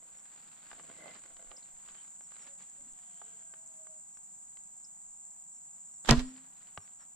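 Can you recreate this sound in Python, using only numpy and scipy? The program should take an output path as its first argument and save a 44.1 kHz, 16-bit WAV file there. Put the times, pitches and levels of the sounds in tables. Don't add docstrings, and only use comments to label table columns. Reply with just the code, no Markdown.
import sys
import numpy as np
from scipy import signal
from scipy.fft import rfft, irfft
from scipy.io import wavfile

SR = 44100
rng = np.random.default_rng(int(sys.argv[2]) if len(sys.argv) > 2 else 0)


def output_pcm(signal):
    pcm = np.clip(np.atleast_2d(signal).T, -1, 1) * 32767
    wavfile.write(sys.argv[1], SR, np.round(pcm).astype(np.int16))


N = 315315
T = np.arange(N) / SR

# f/Hz, density/dB per Hz
AIR_SPECTRUM = [(20, -3), (45, 5.5), (85, -13), (170, 7.5), (300, -1.5), (520, -7), (760, 7.5),
                (1200, -3.5), (2000, -12), (4000, -20.5), (6000, -14), (10000, -57), (13000, -9.5),
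                (16000, -30.5)]
AIR_DB = -68
# f/Hz, likeness/(-1 to 1)
AIR_LIKENESS = [(50, -0.13), (170, 0.15), (400, -0.79), (750, -0.71), (1700, -0.18), (3400, .4),
                (12000, -0.072)]
# t/s at the peak, level/dB
GUSTS = [(0.731, -75), (1.36, -70), (1.51, -67), (1.78, -71), (1.9, -73), (2.8, -74), (2.93, -74),
         (5.1, -75)]
GUST_RISE_S, GUST_FALL_S, BREEZE_DB = .05, .05, -87

# f/Hz, density/dB per Hz
CHIRR_SPECTRUM = [(5000, -43.5), (6200, -23.5), (6700, -10.5), (7100, -2), (7500, 1), (7850, -1.5),
                  (8150, -6.5), (8450, -17.5), (8750, -43), (9300, -62)]
CHORUS_DB, JOIN_DB = -53, 2.5
JOIN_S, LEAVE_S, JOIN_FADE_S, LEAVE_FADE_S = 1.38, 6.4, 0.74, .35

# f/Hz, density/dB per Hz
RUSTLE_SPECTRUM = [(60, -29.5), (170, 10), (350, 0), (700, 1.5), (1400, 6), (2500, 2.5), (4500, -0.5),
                   (8000, -16.5), (14000, -29.5)]
# t/s at the peak, level/dB before flutter, rise/s, fall/s
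ARM_MOVES = [(.8, -65, 0.7, 0.47), (1.08, -62, .1, 0.18), (1.5, -70.5, 0.2, 0.45), (1.92, -65, 0.1, 0.19),
             (2.43, -64, .15, 0.089), (2.61, -65, 0.029, 0.063), (3.1, -72.5, .7, 0.68),
             (6.28, -68.5, .08, 0.28), (6.6, -69, .05, .13), (6.87, -73, .05, .08),
             (7.02, -71, 0.045, 0.031)]
STILL_DB = -84.5
# f/Hz, width/Hz, relative height/dB
SHAFT_MODES = [(330, 90, -7), (540, 80, -3), (670, 70, 0), (1120, 140, -7), (1480, 180, -8), (2060, 90, -8),
               (3000, 400, -16)]
# t/s at the peak, level/dB, rise/s, fall/s
PULLS = [(.07, -72, 0.099, .2), (.81, -59.5, .05, .13), (1.06, -57.5, 0.099, 0.098),
         (1.42, -68, 0.31, 0.25)]

# t/s, level/dB
WHISTLES = [(.15, -75), (2.204, -74), (2.388, -69), (4.121, -75), (5.525, -75), (5.91, -76), (6.255, -71),
            (6.79, -71), (6.979, -71)]
WHISTLE_S, WHISTLE_HZ = .062, (5760, 5590, 5530)
# t/s, level/dB, lowest f/Hz
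CHIPS = [(1.564, -52.5, 4920), (1.625, -62.5, 3900), (4.843, -53.5, 5010)]
CHIP_S, CHIP_RATIO = .011, 1.37

# t/s, length/s, f/Hz, width/Hz, level/dB
CREAKS = [(.7, .6, 220, 110, -68), (.92, .27, 2050, 55, -60), (.97, .17, 650, 90, -57),
          (1.52, .04, 560, 90, -61), (1.94, .11, 3100, 150, -69), (2.42, .17, 565, 15, -70),
          (2.72, .25, 240, 60, -70), (2.73, .14, 570, 20, -75), (2.85, .7, 3150, 280, -77),
          (3.2, .25, 450, 15, -76), (3.22, .42, 1575, 18, -76), (6.99, .06, 1400, 500, -66)]

# t/s, peak level/dB before the wood's band limit, centre f/Hz, side/dB
TICKS = [(.715, -37.5, 1400, -1), (.731, -41.5, 1500, 2), (.798, -44.5, 1200, 3), (1.059, -46.5, 900, -18),
         (1.08, -43.5, 2050, -7), (1.149, -48.5, 2050, -11), (1.238, -51, 2070, -3), (1.26, -51, 1800, -8),
         (1.368, -47.5, 2600, -1), (1.5159, -41, 1187, -11), (1.888, -47, 2200, -6),
         (1.952, -49.5, 1310, -6), (2.209, -49.5, 1180, -8), (2.32, -52, 1300, -14),
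         (2.366, -51.5, 2170, -15), (2.463, -50.5, 1100, 0), (3.217, -42.5, 790, -10.5),
         (3.538, -47, 1400, -14), (3.869, -49.5, 1250, 0), (4.171, -53.5, 1520, -11),
         (4.571, -48.5, 2080, 0), (6.363, -49.5, 3000, -1), (6.672, -53, 3200, -4.5),
         (6.7758, -32, 1275, 1), (6.876, -52.5, 1820, -7.5)]
# f/Hz, relative level/dB, t60/s
WOOD_MODES = [(414, -6, 0.16), (710, -2.5, 0.054), (840, 1, 0.031), (1200, 1, 0.023), (1525, 1.5, 0.014),
              (2080, -4, 0.019), (3030, 1, .015), (4200, -4.5, .012)]
CLICK_DB, CLICK_LOW, CLICK_HIGH, CLICK_T60 = -8, 0.48, 1.76, .019
FAINT_PER_S, FAINT_OVER_DB, FAINT_HZ, FAINT_SIDE_DB = 13, 9, 1700, -8

# t/s, peak level/dB
SNICKS = [(.829, -40), (1.6, -45), (1.92, -42), (2.42, -42), (2.625, -37), (2.699, -39), (2.925, -39.5),
          (3.6758, -34), (4.174, -41)]

WHINE_S, WHINE_LENGTH_S, WHINE_FADE_S = 2.88, 1.137, .06
WHINE_REST_HZ, WHINE_ABOVE_HZ, WHINE_SINK_S = 590, 165, .72
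WHINE_DB, WHINE_SWELL_DB = -77, 12

# t/s, level/dB before flutter and trim, rise/s, t60/s, tilt/dB per octave, side/dB
BLOWS = [(6.0493, -42, 0.0011, .02, 0.5, -8.5), (6.058, -42, 0.00078, .03, 4, -11),
         (6.079, -38, 0.0068, .06, 2.5, 0), (6.092, -17, 0.003, .045, 0.4, -7),
         (6.1097, -25, 0.0079, 0.085, 1.2, -0.5), (6.121, -23, 0.00087, 0.066, -1.8, 2.5),
         (6.154, -48, .003, .1, 4, -0.5), (6.178, -41, 0.008, 0.093, 2, 1),
         (6.197, -37.5, 0.0071, 0.084, 2, -2.5)]
# f/Hz, density/dB per Hz
SNAP_SPECTRUM = [(60, -12), (200, 0), (420, 1), (900, -0.5), (1600, -2), (2200, -9.5), (3000, -6),
                 (3900, -8), (4800, -12.5), (7500, -16), (9000, -24), (15000, -44.5)]
CRACK_S, CRACK_DB = 6.1097, -13
# f/Hz, density/dB per Hz
CRACK_SPECTRUM = [(1000, -19), (2300, -13), (2900, -3), (3800, -11.5), (4500, -1.5), (6000, -1), (6800, -9),
                  (8000, -6.5), (10000, -24), (15000, -33)]

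HUM_S, HUM_RISE_S, HUM_DB, HUM_T60 = 6.084, .025, -16.5, .43
HUM_HZ, HUM_FLAT_HZ, SETTLE_S = 259, 39, .083
SWAY_HZ, SWAY_DB, SWAY_S = 13, 2, .2

# f/Hz, level/dB before the jolt gain, t60/s
BOW_MODES = [(156, -42, .4), (292, -23.5, .12), (316, -30, .1), (352, -26, .12), (386, -31, .1),
             (414, -27, .1), (447, -22.5, .11), (565, -31, .11), (612, -30, .11), (682, -25, .12),
             (943, -28, .11), (1011, -24.5, .12), (1118, -32, .1), (1175, -33, .1), (1200, -29, .11),
             (1377, -28.5, .1), (1560, -32, .08), (1660, -28, .09), (1906, -24.5, .095), (2280, -36, .11),
             (2580, -37, .11), (2860, -39, .16), (3480, -37, .1), (3607, -38, .12), (4200, -40, .17)]
BOW_DB = -0.5
# f/Hz, level/dB before its slow start, t60/s
LIMB_MODES = [(135, -4.5, .11)]
# t/s, peak level/dB, half-length/s, side/dB
PUFFS = [(6.107, -19, 0.0042, -4), (6.104, -32, .009, -5), (6.164, -30.5, 0.013, -8),
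         (6.181, -30, 0.0045, -21), (6.226, -37.5, 0.0079, -12), (6.252, -48, 0.017, 8)]
BUMP_S = 6.7808
# f/Hz, level/dB, t60/s
GRIP_MODES = [(95, -48, .09), (150, -45.5, 0.045)]

CUT_HZ = 15800


def amp(db):
    return 10 ** (np.asarray(db) / 20)


def unit(x):
    return x / np.sqrt(np.mean(x ** 2) + 1e-20)


def read(points, hz):
    f, value = np.transpose(points)
    return np.interp(np.log(hz + 1), np.log(f + 1), value)


def pan(db):
    return amp([[db / 2], [-db / 2]])


def add(mix, s, sound):
    part = mix[:, max(round(s * SR), 0):][:, :sound.shape[-1]]
    part += sound[..., :part.shape[1]]


def noise(colour, same, size=N, lead=0.):
    hz = np.fft.rfftfreq(size, 1 / SR)
    a, b = np.exp(2j * np.pi * rng.random((2, len(hz))))
    c = np.clip(same if np.isscalar(same) else read(same, hz), -1, 1)
    right = (c * a + np.sqrt(1 - c ** 2) * b) * np.exp(-1j * lead)
    sides = np.array([a, right])
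    return unit(irfft(sides * amp(colour(hz)), size))


def drift(rate_hz):
    hz = np.fft.rfftfreq(N, 1 / SR)
    return unit(irfft(rfft(rng.standard_normal(N)) * np.exp(-(hz / rate_hz) ** 2), N))


def burst(colour, rise, t60, same, size=8192):
    t = (np.arange(size) - size // 4) / SR
    shape = np.exp(np.minimum(t, 0) / rise - np.log(1000) * np.maximum(t, 0) / t60)
    return t[0], noise(colour, same, size=size) * shape


def ring(modes, size=16384):
    t = np.arange(size) / SR
    return sum(amp(db - 60 * t / t60) * np.sin(2 * np.pi * hz * t) for hz, db, t60 in modes)


def sweep(hz):
    return np.sin(2 * np.pi * np.cumsum(hz) / SR)


def swell(peak_s, db, rise, fall):
    away = np.maximum((peak_s - T) / rise, (T - peak_s) / fall)
    return amp(db) * np.exp(-np.minimum(away, 10) ** 1.9)


def gestures(rows, rest=0.):
    return np.sqrt(rest ** 2 + sum(swell(*row) ** 2 for row in rows))


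def hillside(x, t60, bright_hz):
    def colour(hz):
        return -10 * np.log10((1 + (hz / bright_hz) ** 2) * (1 + (400 / (hz + 1)) ** 2))

    t = np.arange(SR) / SR
    tail = noise(colour, 0.067, size=SR)
    tail *= np.exp(-np.log(1000) * t / t60) * (1 - np.exp(-t / 0.017))
    return signal.fftconvolve(x, tail / np.linalg.norm(tail[0]), axes=1)[:, :N]


def air():
    hush = amp(AIR_DB + 0.52 * drift(5.8)) * noise(lambda hz: read(AIR_SPECTRUM, hz), AIR_LIKENESS)
    rumble = noise(lambda hz: -20 * np.log10(1 + (hz / 38) ** 4), 0.36)
    wind = gestures([(s, db, GUST_RISE_S, GUST_FALL_S) for s, db in GUSTS], amp(BREEZE_DB))
    return hush + wind * amp(3 * drift(6)) * rumble * pan(-12)


def insects():
    chorus = noise(lambda hz: read(CHIRR_SPECTRUM, hz), 0.85, lead=1.995)
    fade_in = (T - JOIN_S) / JOIN_FADE_S
    fade_out = (LEAVE_S - T) / LEAVE_FADE_S
    joined = np.clip(np.minimum(fade_in, fade_out), 0, 1)
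    return chorus * amp(CHORUS_DB + JOIN_DB * joined + .3 * drift(3) + .6 * drift(70)) * pan(-0.41)


def sleeve(motion):
    grains = amp(2.6 * drift(300) + 2 * drift(40))
    return noise(lambda hz: read(RUSTLE_SPECTRUM, hz), .3) * motion * grains * pan(-2.9)


def shaft_scrape():
    slips = (rng.random(N) < 450 / SR) * rng.standard_normal(N) * amp(3 * drift(70))
    slips = slips * (1 + 0.55 * rng.standard_normal((2, N)))
    modes = [(hz, db + 20 * np.log10(width), np.log(1000) / np.pi / width) for hz, width, db in SHAFT_MODES]
    shaft = signal.sosfilt(signal.butter(2, 280, "high", fs=SR, output="sos"), ring(modes))
    scrape = unit(signal.oaconvolve(slips, shaft[None], axes=1)[:, :N])
    return scrape * gestures(PULLS) * pan(-3.5)


def birds():
    out = np.zeros((2, N))
    calls = [(s, db, WHISTLE_S, WHISTLE_HZ) for s, db in WHISTLES]
    calls += [(s, db, CHIP_S, (hz * CHIP_RATIO, hz, hz * CHIP_RATIO)) for s, db, hz in CHIPS]
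    for s, db, length, pitches in calls:
        u = np.linspace(0, 1, int(length * SR))
        hz = np.polyval(np.polyfit([0, .5, 1], pitches, 2), u)
        call = amp(db) * signal.windows.tukey(len(u), .5) * sweep(hz)
        add(out, s, call)
        add(out, s + .0045, amp(-7) * call)
    return out + amp(-13) * hillside(out, .11, 9000)


def creaks():
    out = np.zeros((2, N))
    for s, length, centre, width, db in CREAKS:
        size = int(length * SR)
        rub = noise(lambda hz: -20 * np.log10(1 + ((hz - centre) / width) ** 2), 0.35, size=size)
        add(out, s, amp(db) * rub * np.sin(np.linspace(0, np.pi, size)))
    return out


def knock(centre_hz):
    modes = []
    for hz, db, t60 in WOOD_MODES:
        octaves = np.log2(hz / centre_hz)
        modes.append((hz, db - 14 * np.log10(1 + (octaves / 0.42) ** 2), t60))
    wood = ring(modes)
    return wood / abs(wood).max()


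def ticks(motion):
    out = np.zeros((2, N))
    for s, db, centre, side in TICKS:
        add(out, s, amp(db) * knock(centre) * pan(side))
        low, high = CLICK_LOW * centre, CLICK_HIGH * centre

        def colour(hz):
            return -10 * np.log10((1 + (low / (hz + 1)) ** 4) * (1 + (hz / high) ** 4))

        early, click = burst(colour, 0.00067, CLICK_T60, 0.27)
        add(out, s + early, amp(db + CLICK_DB) * click * pan(side))
    touches = (rng.random(N) < FAINT_PER_S / SR) * rng.uniform(.5, 1, N) * motion
    out += amp(FAINT_OVER_DB) * signal.oaconvolve(touches, knock(FAINT_HZ))[:N] * pan(FAINT_SIDE_DB)
    thin_wood = signal.butter(2, [340, 7000], "band", fs=SR, output="sos")
    return signal.sosfilt(thin_wood, out)


def grass():
    out = np.zeros((2, N))
    t = np.arange(-64, 64) / SR
    snick = np.exp(-(t / .00022) ** 2) * np.cos(2 * np.pi * 7500 * t)
    for s, db in SNICKS:
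        add(out, s + t[0], amp(db) * snick * pan(-4.2))
    return out


def whine():
    t = np.clip(T - WHINE_S, 0, WHINE_LENGTH_S)
    hz = (WHINE_REST_HZ + WHINE_ABOVE_HZ * np.exp(-t / WHINE_SINK_S)) * (1 + 0.0035 * drift(25))
    fade = np.minimum(np.minimum(t, WHINE_LENGTH_S - t) / WHINE_FADE_S, 1)
    level = amp(WHINE_DB + WHINE_SWELL_DB * (t / WHINE_LENGTH_S) ** 2 + 2.4 * drift(20))
    return fade * level * sweep(hz)


def release():
    out = np.zeros((2, N))
    likeness = [(300, .9), (700, .4), (8000, 0.11)]
    for s, db, rise, t60, tilt, side in BLOWS:

        def colour(hz):
            return read(SNAP_SPECTRUM, hz) + tilt * np.log2((hz + 200) / 1000)

        early, blow = burst(colour, rise, t60, likeness)
        add(out, s + early, amp(db) * blow * pan(side))
    out *= amp(2.2 * drift(450) - .6)
    hz = np.geomspace(1500, 4200, int(.012 * SR))
    add(out, 6.097, amp(-23.5) * np.hanning(len(hz)) * sweep(hz) * pan(-2))
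    early, crack = burst(lambda hz: read(CRACK_SPECTRUM, hz), 0.00027, 0.012, 0.22)
    add(out, CRACK_S + early, amp(CRACK_DB) * crack * pan(-0.9))
    return out


def string():
    t = np.maximum(T - HUM_S, 0)
    hz = (HUM_HZ - HUM_FLAT_HZ * np.exp(-(t / SETTLE_S) ** 1.5)) * (1 + .006 * drift(50))
    throb = -SWAY_DB * np.cos(2 * np.pi * SWAY_HZ * t) * np.exp(-t / SWAY_S)
    level = np.minimum(t / HUM_RISE_S, 1) * amp(HUM_DB + throb) * np.exp(-np.log(1000) * t / HUM_T60)
    return level * sweep(hz)


def bow():
    out = np.zeros((2, N))
    wood = ring(BOW_MODES)
    t = np.arange(len(wood)) / SR
    soft = 1 - np.exp(-t / 0.0023)
    heavy = 1 - np.exp(-(t / .015) ** 2)
    slap = ring([(hz, db, 0.37 * t60) for hz, db, t60 in BOW_MODES if hz > 400]) * soft
    add(out, 6.0905, amp(-3.0) * slap * pan(-4.5))
    add(out, 6.1012, ring(LIMB_MODES) * heavy)
    add(out, CRACK_S, -amp(BOW_DB) * wood * soft * pan(-.8))
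    add(out, 6.197, amp(-18) * slap * pan(-1))
    add(out, BUMP_S, ring(GRIP_MODES))
    return out


def puffs():
    out = np.zeros((2, N))
    for s, db, width, side in PUFFS:
        u = (T - s) / width
        out -= amp(db) * u * np.exp((1 - u ** 2) / 2) * pan(side)
    return out


def scene():
    motion = gestures(ARM_MOVES, amp(STILL_DB))
    shot = ticks(motion) + release() + string() + bow()
    scatter = amp(-22.5) * hillside(shot, 0.4, 9400)
    handling = sleeve(motion) + shaft_scrape() + creaks() + puffs()
    surroundings = air() + insects() + birds() + grass()
    return shot + scatter + handling + whine() + surroundings


def record(dry):
    low_pass = signal.firwin(511, CUT_HZ, window=("kaiser", 9), fs=SR)
    return signal.oaconvolve(dry, low_pass[None], "same")


dry = scene()
out = record(dry)
output_pcm(out)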